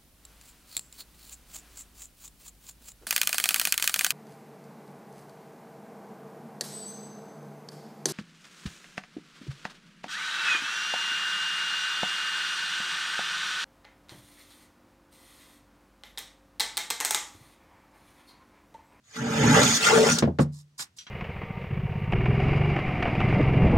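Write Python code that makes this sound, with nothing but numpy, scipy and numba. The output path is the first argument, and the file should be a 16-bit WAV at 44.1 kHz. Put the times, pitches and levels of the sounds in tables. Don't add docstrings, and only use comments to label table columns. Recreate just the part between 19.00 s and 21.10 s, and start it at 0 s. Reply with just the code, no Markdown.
import sys
import numpy as np
from scipy import signal
from scipy.fft import rfft, irfft
from scipy.io import wavfile
from scipy.ndimage import uniform_filter1d
from numba import njit

SR = 44100
rng = np.random.default_rng(int(sys.argv[2]) if len(sys.argv) > 2 else 0)


def persist_wave(psi):
    counts = np.round(np.clip(psi, -1, 1) * 32767).astype(np.int16)
    wavfile.write(sys.argv[1], SR, np.atleast_2d(counts).T)


N = 92610
T = np.arange(N) / SR
FREQS = np.maximum(np.arange(N + 1) * SR / (2 * N), 1)

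# (f/Hz, correlation)
LIKENESS = [(220, 0.99), (400, 0.85), (700, 0.17), (3500, .1), (8000, 0.82)]
# (f/Hz, level/dB, t60/s)
BOARD_MODES = [(82, -12.5, .35), (146.8, -3, 0.45), (175, -12.5, 0.32), (229.3, 5, 0.21)]
# (f/Hz, level/dB)
THUMP_COLOUR = [(30, -38.5), (70, -6.5), (200, 8), (520, -13.5), (2000, -61.5)]
# (f/Hz, level/dB)
HISS_COLOUR = [(2600, -9), (3600, -1), (6800, -1), (8200, -8.5), (9400, -11.5), (10500, -19.5),
               (15500, -27)]


def amp(db):
    return 10 ** (np.asarray(db) / 20)


def unit(x):
    return x / np.sqrt(np.mean(x ** 2) + 1e-30)


def burst(x):
    return x / np.sqrt(np.mean(x[:, :SR // 100] ** 2))


def steady(x):
    power = uniform_filter1d(uniform_filter1d(np.mean(x ** 2, axis=0), size=900), size=900)
    return x / np.sqrt(np.abs(power) + 1e-20)


def along_hz(points):
    hz, value = np.array(points).T
    return np.interp(np.log(FREQS), np.log(hz), value)


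def colour(x, points, tilt=0):
    spectrum_db = along_hz(points) + tilt * np.log2(np.maximum(FREQS, 800))
    cepstrum = irfft(np.log(amp(spectrum_db)))
    cepstrum[1:N] *= 2
    cepstrum[N + 1:] = 0
    return irfft(rfft(x, 2 * N) * np.exp(rfft(cepstrum)))[..., :N]


def noise():
    white = rng.standard_normal((2, N))
    likeness = np.clip(along_hz(LIKENESS), -.99, .99)
    mid, side = irfft(rfft(white, 2 * N) * np.sqrt([1 + likeness, 1 - likeness]))[:, :N]
    return np.array([mid + side, mid - side])


def decay(t60):
    return np.exp(-np.log(1000) * np.minimum(T / max(t60, 1e-3), 10))


def at(x, start):
    return np.pad(x, ((0, 0), (int(start * SR), 0)))[:, :N]


def drive(force, response):
    return signal.fftconvolve(np.atleast_2d(force), response, axes=1)[:, :N]


def mode(hz, db, t60):
    apart = np.arccos(np.clip(np.interp(hz, FREQS, along_hz(LIKENESS)), -1, 1)) / 2
    return amp(db) * np.sin(2 * np.pi * hz * T - np.array([[1], [-1]]) * apart) * decay(t60)


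def body(modes, spectrum, noise_db, t60):
    return unit(sum(modes)) + amp(noise_db) * unit(colour(noise() * decay(t60), spectrum))


@njit
def sweep(x, hz, width):
    y, band_state, low_state = np.empty(len(x)), 0., 0.
    for i in range(len(x)):
        g = np.tan(np.pi * hz[i] / SR)
        band = (band_state + g * (x[i] + 1e-18 - low_state)) / (1 + g * (g + width))
        band_state = 2 * band - band_state
        low_state += 2 * g * band
        y[i] = width * band
    return y


def friction(slips_per_s=1600, scatter_db=1, judder_db=1, judder_hz=70):
    hold = int(SR / judder_hz)
    judder = uniform_filter1d(rng.standard_normal(N)[np.arange(N) // hold], hold // 2)
    clicks = (rng.random(N) < slips_per_s / SR) * rng.choice([-1, 1], N)
    return clicks * amp(scatter_db * rng.standard_normal(N) + judder_db * judder)


def rasp(x, depth_db=3.5):
    _, _, bands = signal.stft(x, nperseg=512)
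    surge = rng.standard_normal(bands.shape[1:])
    for axis in (0, 1):
        surge = uniform_filter1d(surge, size=4, axis=axis)
    return signal.istft(bands * amp(depth_db * unit(surge)))[1][:, :N]


def stroke(levels, upward, blade_db, edge_db, grind_db, hiss_db, board_tilt, left_db):
    # (t/s, place from 0 at the pivot to 1 at the tip)
    contact = [(.15, 0.71), (.23, 0.19), (.48, 0.37), (.58, 0.23), (.76, 0.69), (.85, 1), (.90, 0.49),
               (.93, 0.21), (1.04, 0.16), (1.11, 0.58)]
    # (f/Hz, level going down/dB, level going up/dB)
    blade_modes = [(444.5, 11.5, 7), (559.6, -22, -12), (874.6, -2.5, -15.5), (1391, 2, -5),
                   (1407, -26, -22.5), (1601, 7, -6), (1940, 7, -16.5)]
    # (f/Hz, level/dB)
    grind_colour = [(250, -31), (390, -7), (850, 6.5), (1060, 0.5), (1350, 6), (2200, 3), (3500, -2),
                    (5000, -55)]
    # (f/Hz, level/dB)
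    edge_modes = [(5305, -11.5), (6358, 3), (6675, -1.5), (7028, 0), (8253, -16)]
    pivot_hz, tip_hz = 338, 3350

    times, *curves = np.array(levels).T
    fade = np.interp(T, [times[0] - .01, times[0] + .005, times[-1] - .005, times[-1] + .015], [0, 1, 1, 0])
    board_gain, blade_gain, edge_gain = (fade * amp(np.interp(T, times, db)) for db in curves)
    slips = friction()
    place = np.clip(np.interp(T, *np.array(contact).T), 0, 1)
    focused = sweep(slips, pivot_hz * (tip_hz / pivot_hz) ** place, width=.9) + 0.37 * slips

    board_tones = [mode(hz, db + board_tilt * np.log2(hz), t60 / 2) for hz, db, t60 in BOARD_MODES]
    board = body(board_tones, THUMP_COLOUR, noise_db=-6.5, t60=0.14)
    blade_tones = [mode(hz, up if upward else down, t60=0.12) for hz, down, up in blade_modes]
    blade_tones[0] *= amp(np.array([[left_db], [-left_db]]) / 2)
    blade = body(blade_tones, grind_colour, grind_db, t60=0.14)
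    edge_tones = [mode(hz, db, t60=0.043) for hz, db in edge_modes]
    edge = body(edge_tones, HISS_COLOUR, hiss_db, t60=0.051)

    rumble = board_gain * steady(drive(slips, board))
    grind = amp(blade_db) * blade_gain * steady(rasp(drive(focused, blade)))
    hiss = amp(edge_db) * edge_gain * steady(rasp(drive(slips, edge)))
    return rumble + grind + hiss


def edge_snaps():
    # (t/s, level/dB, t60/s)
    catches = [(0.631, -22, 0.048), (1.186, -22.5, 0.055)]
    return sum(amp(db) * at(burst(colour(noise() * decay(t60), HISS_COLOUR)), start)
               for start, db, t60 in catches)


def lever_knocks(push_s=0.0047):
    # (t/s, relative thud level/dB, clack level/dB, clack tilt/dB per octave)
    hits = [(1.2237, -16, -18, 0.5), (1.228, -19, -33.5, 2), (1.2369, -19, -30, -7), (1.274, -14, -25, -17),
            (1.387, -41, -24.5, 2), (1.3925, -9.5, -18.5, -6.5)]
    # (f/Hz, level/dB)
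    clack_colour = [(60, -0.5), (480, 3.5), (900, -5), (1500, -8), (6000, -30), (12000, -59)]
    push = np.sin(np.pi * np.minimum(T / push_s, 1))
    board = burst(drive(push, sum(mode(*row) for row in BOARD_MODES)))
    knocks = 0
    for start, thud_db, clack_db, tilt in hits:
        thud = amp(-4) * board + amp(-10.5) * burst(colour(noise() * decay(0.15), THUMP_COLOUR))
        clack = burst(colour(noise() * (decay(0.09) + amp(-11) * decay(0.2)), clack_colour, tilt))
        knocks += at(amp(thud_db) * thud + amp(clack_db) * clack, start)
    return knocks


def strip_slides(release_t60=0.075):
    # (t/s, level/dB, attack/s, hold/s)
    rubs = [(1.394, -42, 0.013, 0.018), (1.517, -56.5, 0.019, 0.077), (1.777, -34, 0.024, .025),
            (1.964, -53.5, .006, 0.016)]
    # (f/Hz, level/dB)
    rub_colour = [(600, -16), (1000, 5.5), (2300, -12), (4500, 12.5), (7500, 9.5), (9500, 3.5),
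                  (15000, -12.5)]
    grit = steady(colour(drive(friction(), noise() * decay(0.011)), rub_colour))
    envelope = 0
    for start, db, attack, hold in rubs:
        rise = np.clip((T - start) / attack, 0, 1)
        fall = np.exp(-np.log(1000) * np.maximum(T - start - attack - hold, 0) / release_t60)
        envelope += amp(db) * rise * fall
    return grit * envelope


def strip_ticks():
    # (t/s, level/dB, tilt/dB per octave)
    taps = [(1.794, -38.5, -7), (1.986, -40.5, 8), (2.009, -50.5, 4), (2.067, -44.5, -4.5)]
    # (f/Hz, level/dB)
    tap_colour = [(220, -2), (550, -13), (1000, 3), (2200, 9), (2800, 9.5), (6200, 1), (15000, -39.5)]
    # (f/Hz, level/dB)
    strip_modes = [(1470, -4.5), (3260, 1.5), (3990, 1), (5860, 4)]
    ring = burst(sum(mode(hz, db, t60=0.1) for hz, db in strip_modes))
    ticks = 0
    for start, db, tilt in taps:
        tap = burst(noise() * decay(0.19)) + amp(-4.5) * ring
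        ticks += amp(db) * at(burst(colour(tap, tap_colour, tilt)), start)
    return ticks


def scene():
    # (t/s, relative levels of board/dB, blade/dB, edge/dB)
    down_levels = [(.04, -98, -80, -65), (.13, -108, -59.5, -51), (.165, -40.5, -41.5, -38.5),
                   (.22, -28.5, -38.5, -43.5), (.35, -29, -33, -35), (.43, -19.5, -27.5, -30.5),
                   (.52, -16, -26.5, -25.5), (.58, -22.5, -18, -23.5), (.65, -22.5, -28.5, -20.5),
                   (.72, -28.5, -32, -21.5), (.77, -34.5, -37.5, -19), (.805, -48, -39.5, -33.5)]
    # (t/s, relative levels of board/dB, blade/dB, edge/dB)
    up_levels = [(.805, -40.5, -34, -34), (.865, -37, -22.5, -26), (.925, -35.5, -21, -32),
                 (.98, -21.5, -19.5, -31), (1.04, -30, -21.5, -33.5), (1.12, -23.5, -28.5, -26),
                 (1.145, -23, -45.5, -31.5), (1.185, -41, -35.5, -39.5), (1.21, -30, -44, -43.5)]
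    down = stroke(down_levels, upward=False, blade_db=3.5, edge_db=-2,
                  grind_db=2.5, hiss_db=4.5, board_tilt=2, left_db=-1.5)
    up = stroke(up_levels, upward=True, blade_db=4.0, edge_db=4,
                grind_db=0.5, hiss_db=17, board_tilt=33, left_db=4.5)
    direct = down + up + edge_snaps() + lever_knocks() + strip_slides() + strip_ticks()
    # (f/Hz, level/dB)
    room_colour = [(130, 15), (400, -6), (6000, -11), (15000, -27.5)]
    room_tail = unit(at(noise() * decay(0.14), 0.0065)) / np.sqrt(N)
    room_tone = amp(-64.5) * unit(colour(noise(), room_colour))
    return direct + amp(-21) * drive(direct, room_tail) + room_tone


def record(dry, low_cut_hz=94, top_hz=15950):
    low_cut = signal.butter(3, low_cut_hz, "high", fs=SR, output="sos")
    high_cut = signal.ellip(10, .2, 80, top_hz, fs=SR, output="sos")
    return signal.sosfilt(high_cut, signal.sosfilt(low_cut, dry))


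dry = scene()
out = record(dry)
persist_wave(out)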